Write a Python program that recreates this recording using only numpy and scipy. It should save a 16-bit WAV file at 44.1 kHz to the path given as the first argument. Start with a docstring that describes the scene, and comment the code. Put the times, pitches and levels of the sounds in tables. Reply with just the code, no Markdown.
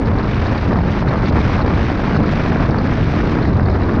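"""Wind throbs and rushes over the drumming of wheels: a soapbox rolls fast down a paved road,
heard from a camera on its shell. Turbulence buffets the microphone, tears past in short eddies,
slaps and hisses in gusts. The rough asphalt drives the resonances of the hollow body through
the wheels, and a loose part chatters throughout and knocks on the bumps."""
import sys
import numpy as np
from scipy import signal
from scipy.fft import rfft, irfft
from scipy.io import wavfile
from scipy.ndimage import uniform_filter1d, minimum_filter1d

SR = 44100
rng = np.random.default_rng(int(sys.argv[2]) if len(sys.argv) > 2 else 0)


def output_pcm(signal):
    """Save a mono or channel-first signal as 16-bit PCM at the path in sys.argv[1].

    Samples are clipped to [-1, 1] before scaling.
    """
    pcm = np.clip(np.atleast_2d(signal).T, -1, 1) * 32767
    wavfile.write(sys.argv[1], SR, np.round(pcm).astype(np.int16))


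N = 176400

# Envelopes. Each row: time in seconds, relative level in dB.
BUFFET_LEVELS = [(0, -27), (.09, -16.5), (.23, -24), (.42, -17.5), (.55, -20.5), (.66, -18), (.97, -23),
                 (1.25, -23), (1.34, -15), (1.5, -18.5), (1.8, -15.5), (1.9, -20), (2.04, -29),
                 (2.2, -22.5), (3.2, -19.5), (3.3, -24), (3.45, -20.5), (3.55, -16.5), (3.81, -15),
                 (3.9, -23), (4, -18.5)]  # wind pressure on the microphone
BOOM_LEVELS = [(0, -26), (.09, -20.5), (.2, -25), (.35, -20), (.46, -31), (.64, -26), (.81, -16.5),
               (.98, -29), (1.06, -14.5), (1.14, -21.5), (1.6, -21), (1.66, -32), (1.72, -18),
               (1.83, -27.5), (2.08, -21), (2.21, -18.5), (2.42, -23), (2.65, -20), (2.93, -22),
               (3.0, -16.5), (3.15, -20.5), (3.38, -21.5), (3.5, -19), (3.86, -29), (4, -21)]  # the shell's low resonance
DRUM_LEVELS = [(0, -19), (.09, -23), (.16, -22.5), (.37, -24), (.43, -26), (.53, -20.5), (.62, -29),
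               (.7, -18), (.79, -24.5), (.9, -22), (1.13, -24), (1.3, -21), (1.39, -19.5), (1.45, -23.5),
               (1.72, -21.5), (1.8, -22.5), (2.08, -22.5), (2.13, -21), (2.21, -17.5), (2.39, -23.5),
               (2.47, -21), (2.95, -21), (3.09, -26), (3.16, -20), (3.4, -20.5), (3.83, -23.5),
               (3.98, -17.5)]  # the shell's higher resonance
RUSH_LEVELS = [(0, -28.5), (.12, -25.5), (.19, -25), (.33, -29.5), (.46, -25), (.55, -27.5), (.62, -28),
               (.68, -26.5), (.76, -23.5), (.84, -26.5), (.93, -29), (1.0, -28), (1.05, -27.5),
               (1.12, -22.5), (1.27, -28.5), (1.37, -24), (1.44, -29.5), (1.57, -23.5), (1.8, -27),
               (1.95, -28.5), (2.15, -25), (2.35, -27), (2.57, -25), (2.8, -25.5), (2.97, -29.5),
               (3.05, -31), (3.17, -25.5), (3.24, -29.5), (3.4, -26), (3.53, -26.5), (3.65, -27),
               (3.68, -24), (3.8, -25.5), (4, -26)]  # air tearing past
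GUST_LEVELS = [(0, -46.5), (.08, -43.5), (.14, -48), (.19, -43), (.26, -42.5), (.3, -39), (.5, -39),
               (.66, -40), (.74, -46.5), (.84, -44), (.92, -37.5), (1.02, -40), (1.045, -51), (1.08, -42),
               (1.24, -40.5), (1.285, -35), (1.315, -48), (1.35, -37.5), (1.44, -37.5), (1.53, -35.5),
               (1.58, -38.5), (1.645, -46), (1.68, -40), (1.82, -37.5), (1.87, -36), (1.93, -40.5),
               (2.13, -38), (2.22, -45), (2.31, -36), (2.37, -38), (2.44, -36.5), (2.56, -40.5),
               (2.66, -39), (2.72, -46.5), (2.8, -43.5), (2.9, -39), (3.32, -38.5), (3.48, -44.5),
               (3.62, -49.5), (3.8, -46), (3.95, -43.5), (4, -47.5)]  # gusts of hiss

# Noise spectra. Each row: frequency in Hz, relative spectral density in dB.
BUFFET_SPECTRUM = [(25, -30.5), (50, -16), (66, -4), (80, -2.5), (97, -1.5), (115, -8.5), (150, -22),
                   (500, -59.5), (5000, -100)]
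RUMBLE_SPECTRUM = [(8, -16.5), (22, -3.5), (30, -5), (42, 1.5), (55, 0), (80, -5.5), (500, -62.5),
                   (5000, -100)]
BOOM_SPECTRUM = [(70, -37.5), (110, -4), (130, -0.5), (175, -1), (200, -16.5), (300, -33.5), (3000, -91)]
DRUM_SPECTRUM = [(120, -28), (175, -10), (205, -1), (250, -5), (310, -6.5), (380, -12.5), (500, -20),
                 (900, -28.5), (2500, -66), (9000, -100)]
RUSH_SPECTRUM = [(20, -34), (150, -19), (400, 1.5), (700, -2.5), (1150, -4.5), (1800, -11.5), (2300, -20),
                 (3000, -36.5), (5000, -34), (7000, -61.5), (10000, -93.5)]
HISS_SPECTRUM = [(600, -10.5), (1500, 6.5), (2300, 6.5), (3100, -1.5), (4000, -8.5), (4900, -11.5),
                 (5750, -15.5), (6400, -24.5), (7000, -35), (8200, -38), (10000, -65.5)]
SIZZLE_SPECTRUM = [(2000, -24.5), (3600, 7), (4800, -1.5), (5700, -2.5), (6400, -10), (7100, -19),
                   (8300, -24.5), (10000, -45.5)]
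SLAP_SPECTRUM = [(100, -15.5), (450, 4.5), (1000, -0.5), (1700, -2), (2300, -19.5), (3200, -29.5),
                 (5500, -36.5), (9000, -75)]

# Filters. Each row: frequency in Hz, gain in dB.
RUSH_TREBLE_FILTER = [(600, -31.5), (1000, -6), (1500, -0.5)]  # the band of the rush that gusts brighten
RATTLE_FILTER = [(1500, -19), (3300, -13.5), (3800, 0.5), (5000, 0.5), (6000, -6), (7500, -15.5),
                 (10000, -35.5)]  # overall tone of the rattle

# Modes of the loose part. Each row: frequency in Hz, relative level in dB.
PART_MODES = [(3830, -1.5), (4050, 0), (4280, 3), (4480, -5), (4680, -1), (4980, -7)]

# Single events. Each row: start in seconds, relative level in dB.
LOUD_KNOCKS = [(0.186, -29.5), (.235, -34), (.365, -36.5), (0.42, -33), (.457, -32), (0.465, -28),
               (.578, -30), (0.732, -31.5), (0.768, -32), (1.085, -30.5), (1.258, -31), (1.296, -31),
               (1.619, -31.5), (1.662, -29.5), (2.167, -29.5), (2.232, -32.5), (2.261, -30), (2.273, -32.5),
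               (2.708, -29.5), (2.784, -25), (3.426, -29), (3.464, -36), (3.475, -33.5), (3.568, -32),
               (3.655, -31.5), (3.686, -36), (3.698, -31), (3.712, -33), (3.742, -33.5), (3.816, -35),
               (3.834, -32.5)]  # the loose part on bumps
STRONG_SLAPS = [(.709, -13), (0.733, -22), (1.024, -9), (1.078, -16.5), (1.381, -25), (1.9, -12),
                (1.993, -16), (2.167, -17), (2.558, -11), (2.744, -11), (2.974, -15.5), (3.386, -13),
                (3.595, -8)]  # hard eddies on the camera


def undb(db):
    """Amplitude ratio of a level in decibels."""
    return 10 ** (np.asarray(db) / 20)


def unit(x):
    """Normalisation to rms 1."""
    return x / np.sqrt(np.mean(x ** 2))


def envelope(rows):
    """Gain over time, interpolated between (s, dB) rows."""
    s, db = np.array(rows).T
    return undb(np.interp(np.arange(N) / SR, s, db))


def shape(x, response):
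    """Zero-phase filtering by (Hz, dB) rows, joined on a logarithmic frequency axis."""
    hz, db = np.array(response).T
    f = np.maximum(np.arange(N // 2 + 1) * SR / N, 1)
    return irfft(rfft(x) * undb(np.interp(np.log(f), np.log(hz), db)), N)


def noise(spectrum):
    """Gaussian noise of rms 1, coloured by (Hz, dB) rows."""
    return unit(shape(rng.standard_normal(N), spectrum))


def wander(hz):
    """Random motion of rms 1: low-pass noise with its corner at hz."""
    f = np.arange(N // 2 + 1) * SR / N
    return unit(irfft(rfft(rng.standard_normal(N)) * (f > 2) / (1 + (f / hz) ** 2), N))


def flutter(motion, depth_db):
    """Amplitude modulation: a gain of rms 1 that follows a motion, with deep lulls and rounded crests."""
    rounded = np.where(motion > 0, 1.26 * np.tanh(motion / 2.0), motion)
    return unit(undb(depth_db * rounded))


def steady(x, span_s):
    """Division by the running rms evens out swells longer than span_s."""
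    size = max(int(span_s * SR), 2)
    return x / np.sqrt(uniform_filter1d(uniform_filter1d(x ** 2, size), size))


def pulse(t, rise_s):
    """Transient envelope that peaks at 1 after rise_s and decays."""
    u = np.maximum(t, 0) / rise_s
    return u * np.exp(1 - u)


def scatter(count, db, spread_db):
    """Jittered events as (s, dB) rows, with levels within spread_db of db."""
    jitter, size = rng.uniform(-1, 1, (count, 2)).T
    starts = (np.arange(count) + 1 + jitter) * N / SR / (count + 1)
    return np.column_stack([starts, db + spread_db * size])


def wind_buffet():
    """Pressure fluctuations of the wind throb on the microphone, over a steady deep rumble."""
    throb = steady(noise(BUFFET_SPECTRUM), span_s=0.086) * envelope(BUFFET_LEVELS)
    rumble = steady(noise(RUMBLE_SPECTRUM), span_s=0.2)
    return throb + rumble * undb(-23.5)


def rolling_wheels(eddies):
    """Forced vibration: asphalt grain drives two broad shell resonances; eddies shake the upper one."""
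    boom = steady(noise(BOOM_SPECTRUM), span_s=0.12) * envelope(BOOM_LEVELS)
    drum = noise(DRUM_SPECTRUM) * flutter(eddies, depth_db=1.0)
    drum = steady(drum, span_s=0.093) * envelope(DRUM_LEVELS)
    return boom * undb(0.5) + drum * undb(1.5)


def air_rush(eddies):
    """Turbulent flow: each passing eddy is a brief burst of noise, brighter in gusts, duller in lulls."""
    air = steady(noise(RUSH_SPECTRUM) * flutter(eddies, depth_db=4.0), span_s=0.06)
    treble_gain = unit(envelope(GUST_LEVELS)) ** 0.5
    air = air + shape(air, RUSH_TREBLE_FILTER) * (treble_gain - 1)
    return air * envelope(RUSH_LEVELS) * undb(2)


def gust_hiss(eddies):
    """Fine-scale turbulence hisses in gusts and flickers partly with the eddies; its top sputters."""
    gust = envelope(GUST_LEVELS)
    flicker = unit(eddies + 2.4 * wander(hz=160))
    hiss = steady(noise(HISS_SPECTRUM) * flutter(flicker, depth_db=4.0), span_s=0.065)
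    sizzle = noise(SIZZLE_SPECTRUM) * flutter(wander(hz=110), depth_db=6.5)
    sizzle = steady(sizzle, span_s=0.17) * unit(gust) ** -0.12  # swings a little less than the gusts
    return (hiss * undb(5.5) + sizzle * undb(-7.5)) * gust


def loose_part_rattle(t60_s=0.013, contact_s=0.0011, bounce_s=0.005):
    """Impacts excite a loose part's damped modes; each gritty contact bounces once and rings its own way."""
    t = np.arange(SR // 16) / SR
    mode_hz, mode_db = np.array(PART_MODES).T
    contact = pulse(t, contact_s) + undb(-7) * pulse(t - bounce_s, contact_s)
    decay = np.exp(-np.log(1000) * t / t60_s)
    knocks = np.array(LOUD_KNOCKS) + [0, -4.5]
    chatter = scatter(count=200, db=-44, spread_db=2.5)
    out = np.zeros(N + len(t))
    for s, db in np.vstack([knocks, chatter]):
        detune, weight = rng.standard_normal((2, len(PART_MODES)))
        modes = np.sin(2 * np.pi * np.outer(t, mode_hz * (1 + 0.035 * detune)))
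        ring = modes @ undb(mode_db + 3 * weight) * decay
        force = rng.standard_normal(len(t)) * contact
        tick = signal.fftconvolve(force, ring)[:len(t)]
        start = int(s * SR)
        out[start:start + len(t)] += 2 * undb(db) * tick / np.abs(tick).max()
    return shape(out[:N], RATTLE_FILTER)


def air_slaps(rise_s=0.0014):
    """Hard eddies slap the camera as pulses of incoherent noise, which add in power."""
    t = np.arange(SR // 16) / SR
    strong = np.array(STRONG_SLAPS) + [0, -4]
    small = scatter(count=150, db=-24.5, spread_db=6.5)
    power = np.zeros(N + len(t))
    for s, db in np.vstack([strong, small]):
        start = int(s * SR)
        power[start:start + len(t)] += (undb(db) * pulse(t, rise_s)) ** 2
    air = steady(noise(SLAP_SPECTRUM), span_s=0.002)
    wind_strength = unit(envelope(RUSH_LEVELS) * envelope(GUST_LEVELS) ** 0.35)
    return air * np.sqrt(power[:N]) * wind_strength


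def scene():
    """Superposition of all sources; one stream of eddies modulates the drumming, rush and hiss."""
    eddies = unit(wander(hz=260) + 0.9 * wander(hz=45.5))  # small and large eddies
    continuous = wind_buffet() + rolling_wheels(eddies) + air_rush(eddies) + gust_hiss(eddies)
    return (continuous + air_slaps() + loose_part_rattle())[None]


def record(dry, ceiling=0.79, smooth_samples=400, cutoff_hz=9800):
    """Peak limiting: the camera eases down the highest peaks, then a low-pass filter cuts the top."""
    gain = ceiling / np.maximum(np.abs(dry), ceiling)
    held = minimum_filter1d(gain, 2 * smooth_samples)
    eased = uniform_filter1d(uniform_filter1d(held, smooth_samples), smooth_samples)
    lowpass = signal.ellip(8, 0.2, 70, cutoff_hz, fs=SR, output="sos")
    return signal.sosfilt(lowpass, dry * eased)


dry = scene()
out = record(dry)
output_pcm(out)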